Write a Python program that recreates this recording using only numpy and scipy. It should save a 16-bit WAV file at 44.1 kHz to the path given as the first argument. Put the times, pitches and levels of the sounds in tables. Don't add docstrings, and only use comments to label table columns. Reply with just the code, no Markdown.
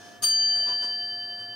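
import sys
import numpy as np
from scipy import signal
from scipy.fft import rfft, irfft
from scipy.io import wavfile
from scipy.ndimage import uniform_filter1d

SR = 44100
rng = np.random.default_rng(int(sys.argv[2]) if len(sys.argv) > 2 else 0)


def persist_wave(psi):
    counts = np.round(np.clip(psi, -1, 1) * 32767).astype(np.int16)
    wavfile.write(sys.argv[1], SR, np.atleast_2d(counts).T)


N = 68355
TIME = np.arange(N) / SR
FREQS = np.maximum(np.arange(N // 2 + 1) * SR / N, 1)
EARLIER_STROKE_S, STROKE_S = -3.5, 0.2385
TOUCH_LEAD_S = 0.018
CLANG_ATTACK_S, CLANG_HOLD_S = 0.014, 0.011
SWELL_S = 0.0043
TREBLE_HZ = 4400


def from_db(db):
    return 10 ** (np.asarray(db) / 20)


def pan(balance_db):
    return from_db(np.array([[1], [-1]]) * balance_db / 2)


def curve(points):
    hz, value = np.transpose(points)
    return np.interp(np.log(FREQS), np.log(hz), value)


def envelope(start, attack, hold, t60):
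    age = TIME - start
    return np.clip(age / attack, 0, 1) * from_db(-60 * np.maximum(age - attack - hold, 0) / t60)


def resonance(hz, width_hz):
    power = 1 / (1 + ((FREQS ** 2 - hz ** 2) / (FREQS * width_hz)) ** 2) ** 2
    return np.sqrt(power / (power.sum() * SR / N))


# frequency in Hz, how alike the two ears hear the room, from 0 to 1.
EAR_LIKENESS = [(50, 0.7), (250, .55), (700, 0.31), (2000, 0.49), (12000, 0.4)]
# frequency in Hz, how much louder the left side is in dB.
ROOM_BALANCE = [(30, -3.5), (90, -2), (300, -0.5), (1500, -1), (5000, 0), (12000, 0)]

def room_noise(gain):
    alike = curve(EAR_LIKENESS)
    mid, side = rfft(rng.standard_normal((2, N)))
    pair = np.sqrt(1 + alike) * mid + np.sqrt(1 - alike) * side * np.array([[1], [-1]])
    return irfft(pair * pan(curve(ROOM_BALANCE)) * gain * np.sqrt(SR) / 2, N)


def knock(gain, start, attack, hold, t60):
    low_share = 1 / (1 + (FREQS / TREBLE_HZ) ** 4)
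    low = room_noise(gain * np.sqrt(low_share)) * envelope(start, attack, hold, t60)
    high = room_noise(gain * np.sqrt(1 - low_share)) * envelope(start, attack, hold, 0.7 * t60)
    return low + high


def ripple(depth_db=6.5, spacing_hz=110.36):
    bumps = np.interp(FREQS / spacing_hz, np.arange(1000), rng.standard_normal(1000))
    return depth_db * bumps * np.minimum(FREQS / TREBLE_HZ, 1)


def contacts(per_second=91, fade_s=0.00043, depth=0.15):
    clicks = (rng.random(N) < per_second / SR) * rng.exponential(1, N)
    grains = signal.lfilter([1], [1, -np.exp(-1 / (fade_s * SR))], clicks + 1e-18)
    gain = 1 + depth * grains
    return gain / np.sqrt(np.mean(gain ** 2))


# frequency in Hz, level in dB per Hz.
WHIRR_TONE = [(20, -102), (42, -89.5), (62, -102), (112, -76), (148, -90.5), (200, -80.5), (480, -83.5),
              (900, -89), (1400, -92), (2200, -99), (4000, -102), (8000, -107), (15000, -109)]

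def whirr():
    return room_noise(from_db(curve(WHIRR_TONE)))


# frequency in Hz, level in dB per Hz.
CLATTER_TONE = [(60, -102), (220, -80), (600, -78), (1150, -88), (1600, -80.5), (2300, -91), (3500, -88.5),
                (6000, -90), (6900, -98), (7700, -93), (9500, -95.5), (15000, -110)]
# pitch in Hz, level in dB.
CASE_NOTES = [(509, -62), (1175, -59.5), (2670, -71), (4150, -63.5)]
# start, rise and hold in seconds, boosts in dB for the body, the treble
# and the very top, then the pitch in Hz and level in dB of one ringing part.
LEVER_MOVES = [ (-.01, 0.014, 0.095, -7.5, -1, -8.5, 1640, -61),
               (0.107, 0.014, 0.045, -10, -6, -14.5, 1400, -68.5),
               (0.555, 0.0038, 0.0082, 1, -8.5, 1.5, 8800, -56),
               (0.582, 0.017, 0.011, -10, -7.5, -12.5, 653, -46),
               (0.653, 0.027, 0.022, 3.5, 4, -8.5, 992, -45.5), (0.809, .018, 0.02, 0.5, 6, 0, 992, -47.5),
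               (1.057, 0.0066, .008, -20.5, -26, -15, 2180, -74),
               (1.372, 0.024, 0.025, -9.5, -11, -11, 1170, -63)]

def levers(t60=0.31, width_hz=45):
    out = np.zeros((2, N))
    case = sum(from_db(db) * resonance(hz, width_hz) for hz, db in CASE_NOTES)
    tone_db = curve(CLATTER_TONE) + ripple()
    for start, attack, hold, body_db, treble_db, top_db, note_hz, note_db in LEVER_MOVES:
        boost_db = curve([(TREBLE_HZ / 2, body_db), (TREBLE_HZ, treble_db),
                          (6500, treble_db), (7550, top_db)])
        notes = from_db(body_db) * case + from_db(note_db) * resonance(note_hz, width_hz)
        out += knock(from_db(tone_db + boost_db), start, attack, hold, t60) * contacts()
        out += knock(notes, start, attack, hold, t60)
    return out


# frequency in Hz, level in dB per Hz.
CLANG_TONE = [(40, -76), (120, -81), (350, -70.5), (800, -79), (1230, -71.5), (1600, -79), (2500, -76.5),
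              (4500, -68), (7000, -76), (10500, -70), (14000, -89), (15500, -97)]
# frequency in Hz, level in dB per Hz.
SHUDDER_TONE = [(30, -99), (50, -83.5), (80, -74), (140, -74), (300, -85), (900, -115)]

def hammer(stem_hz=1212, stem_db=-43.5):
    touch_s = STROKE_S - TOUCH_LEAD_S
    clang_gain = from_db(curve(CLANG_TONE) + ripple())
    clang = knock(clang_gain, touch_s, CLANG_ATTACK_S, CLANG_HOLD_S, t60=0.3) * contacts()
    stem = from_db(stem_db) * np.sin(2 * np.pi * stem_hz * TIME)
    clank = stem * envelope(touch_s, SWELL_S, hold=0, t60=0.29)
    rumble = room_noise(from_db(curve(SHUDDER_TONE)))
    shudder = rumble * envelope(STROKE_S, attack=0.065, hold=0, t60=1.9)
    return clang + clank + shudder


# frequency in Hz, lag in radians.
RIGHT_EAR_LAG = [(705, -0.31), (1731, -0.36), (3072, -0.78), (3082, -1.17), (4684, -.03), (6455, -0.97),
                 (6517, -2.26), (7700, -1.1), (13400, 0.87)]
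# pitch in Hz, level in dB, seconds to fade by 60 dB,
# how much louder the left side is in dB.
BELL_NOTES = [ (699.0, -60, 60, -1), (705.4, -48.8, 90, -2), (1731.4, -41.8, 20, 2.3),
              (1769.8, -56, 18, 3.5), (3071.8, -37.5, 8.5, -3), (3081.9, -34.2, 8.5, -5.5),
              (4634.5, -43, 1.8, 0), (4684.1, -15.3, 3.5, 2), (6455.3, -37.5, 1.5, -2),
              (6517.5, -24, 1.15, 1), (6577.5, -33, .3, -2), (7763, -60, 1.7, -2), (8433, -42, .25, 8),
              (8576, -33, .29, -10), (8729, -38, .21, 0), (8806, -24, .21, -2), (8891, -35, .23, 2),
              (9368, -56, 1.2, -8), (9794, -37, .19, -7), (10406, -43, .36, 6), (10865, -42, .28, -9),
              (10958, -37, .25, -6), (11038, -40, .24, -6), (11966, -47, .25, -2), (12687, -46, .28, -6),
              (13406, -35, .26, 6), (13790, -49, .31, 0), (14001, -47, .25, 0), (14268, -44, .27, 7),
              (15711, -47, .31, 3)]

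def bell_ring(start, touch_db=-17.5):
    age, touch_share = TIME - start, from_db(touch_db)
    out = np.zeros((2, N))
    for hz, db, t60, balance_db in BELL_NOTES:
        lag = np.array([[0], [np.interp(hz, *np.transpose(RIGHT_EAR_LAG))]])
        touch = touch_share * envelope(start - TOUCH_LEAD_S, SWELL_S, 0, t60)
        blow = (1 - touch_share) * envelope(start, SWELL_S, 0, t60)
        out += from_db(db) * pan(balance_db) * (touch + blow) * np.sin(2 * np.pi * hz * age - lag)
    return out


def bell(scatter_db=-1, scatter_above_hz=7700):
    handover = np.clip((TIME - STROKE_S) / SWELL_S, 0, 1)
    old_hum = bell_ring(EARLIER_STROKE_S) * (1 - handover)
    power = sum((from_db(db) * resonance(hz, width_hz=110)) ** 2 for hz, db, _, _ in BELL_NOTES)
    highs = 1 / (1 + (scatter_above_hz / FREQS) ** 4)
    scatter = room_noise(from_db(scatter_db) * np.sqrt(power) * highs)
    scatter *= envelope(STROKE_S - TOUCH_LEAD_S, CLANG_ATTACK_S, CLANG_HOLD_S, t60=0.24)
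    return old_hum + bell_ring(STROKE_S) + scatter


def scene():
    return bell() + hammer() + levers() + whirr()


LIMIT_DB, RELEASE_DB_PER_S = -20, 17
LIMIT_WINDOW_S, LIMIT_ATTACK_S = 0.0087, 0.0038
CUTOFF_HZ = 15750

def record(dry):
    power = uniform_filter1d(np.mean(dry ** 2, axis=0), int(LIMIT_WINDOW_S * SR))
    over_db = np.maximum(10 * np.log10(np.abs(power) + 1e-12) - LIMIT_DB, 0)
    release_db = RELEASE_DB_PER_S * TIME
    cut_db = np.maximum.accumulate(over_db + release_db) - release_db
    smoothing = np.exp(-1 / (LIMIT_ATTACK_S * SR))
    gain_db = signal.lfilter([1 - smoothing], [1, -smoothing], -cut_db)
    lowpass = signal.ellip(12, 0.1, 80, CUTOFF_HZ, fs=SR, output="sos")
    return signal.sosfilt(lowpass, dry * from_db(gain_db))


dry = scene()
out = record(dry)
persist_wave(out)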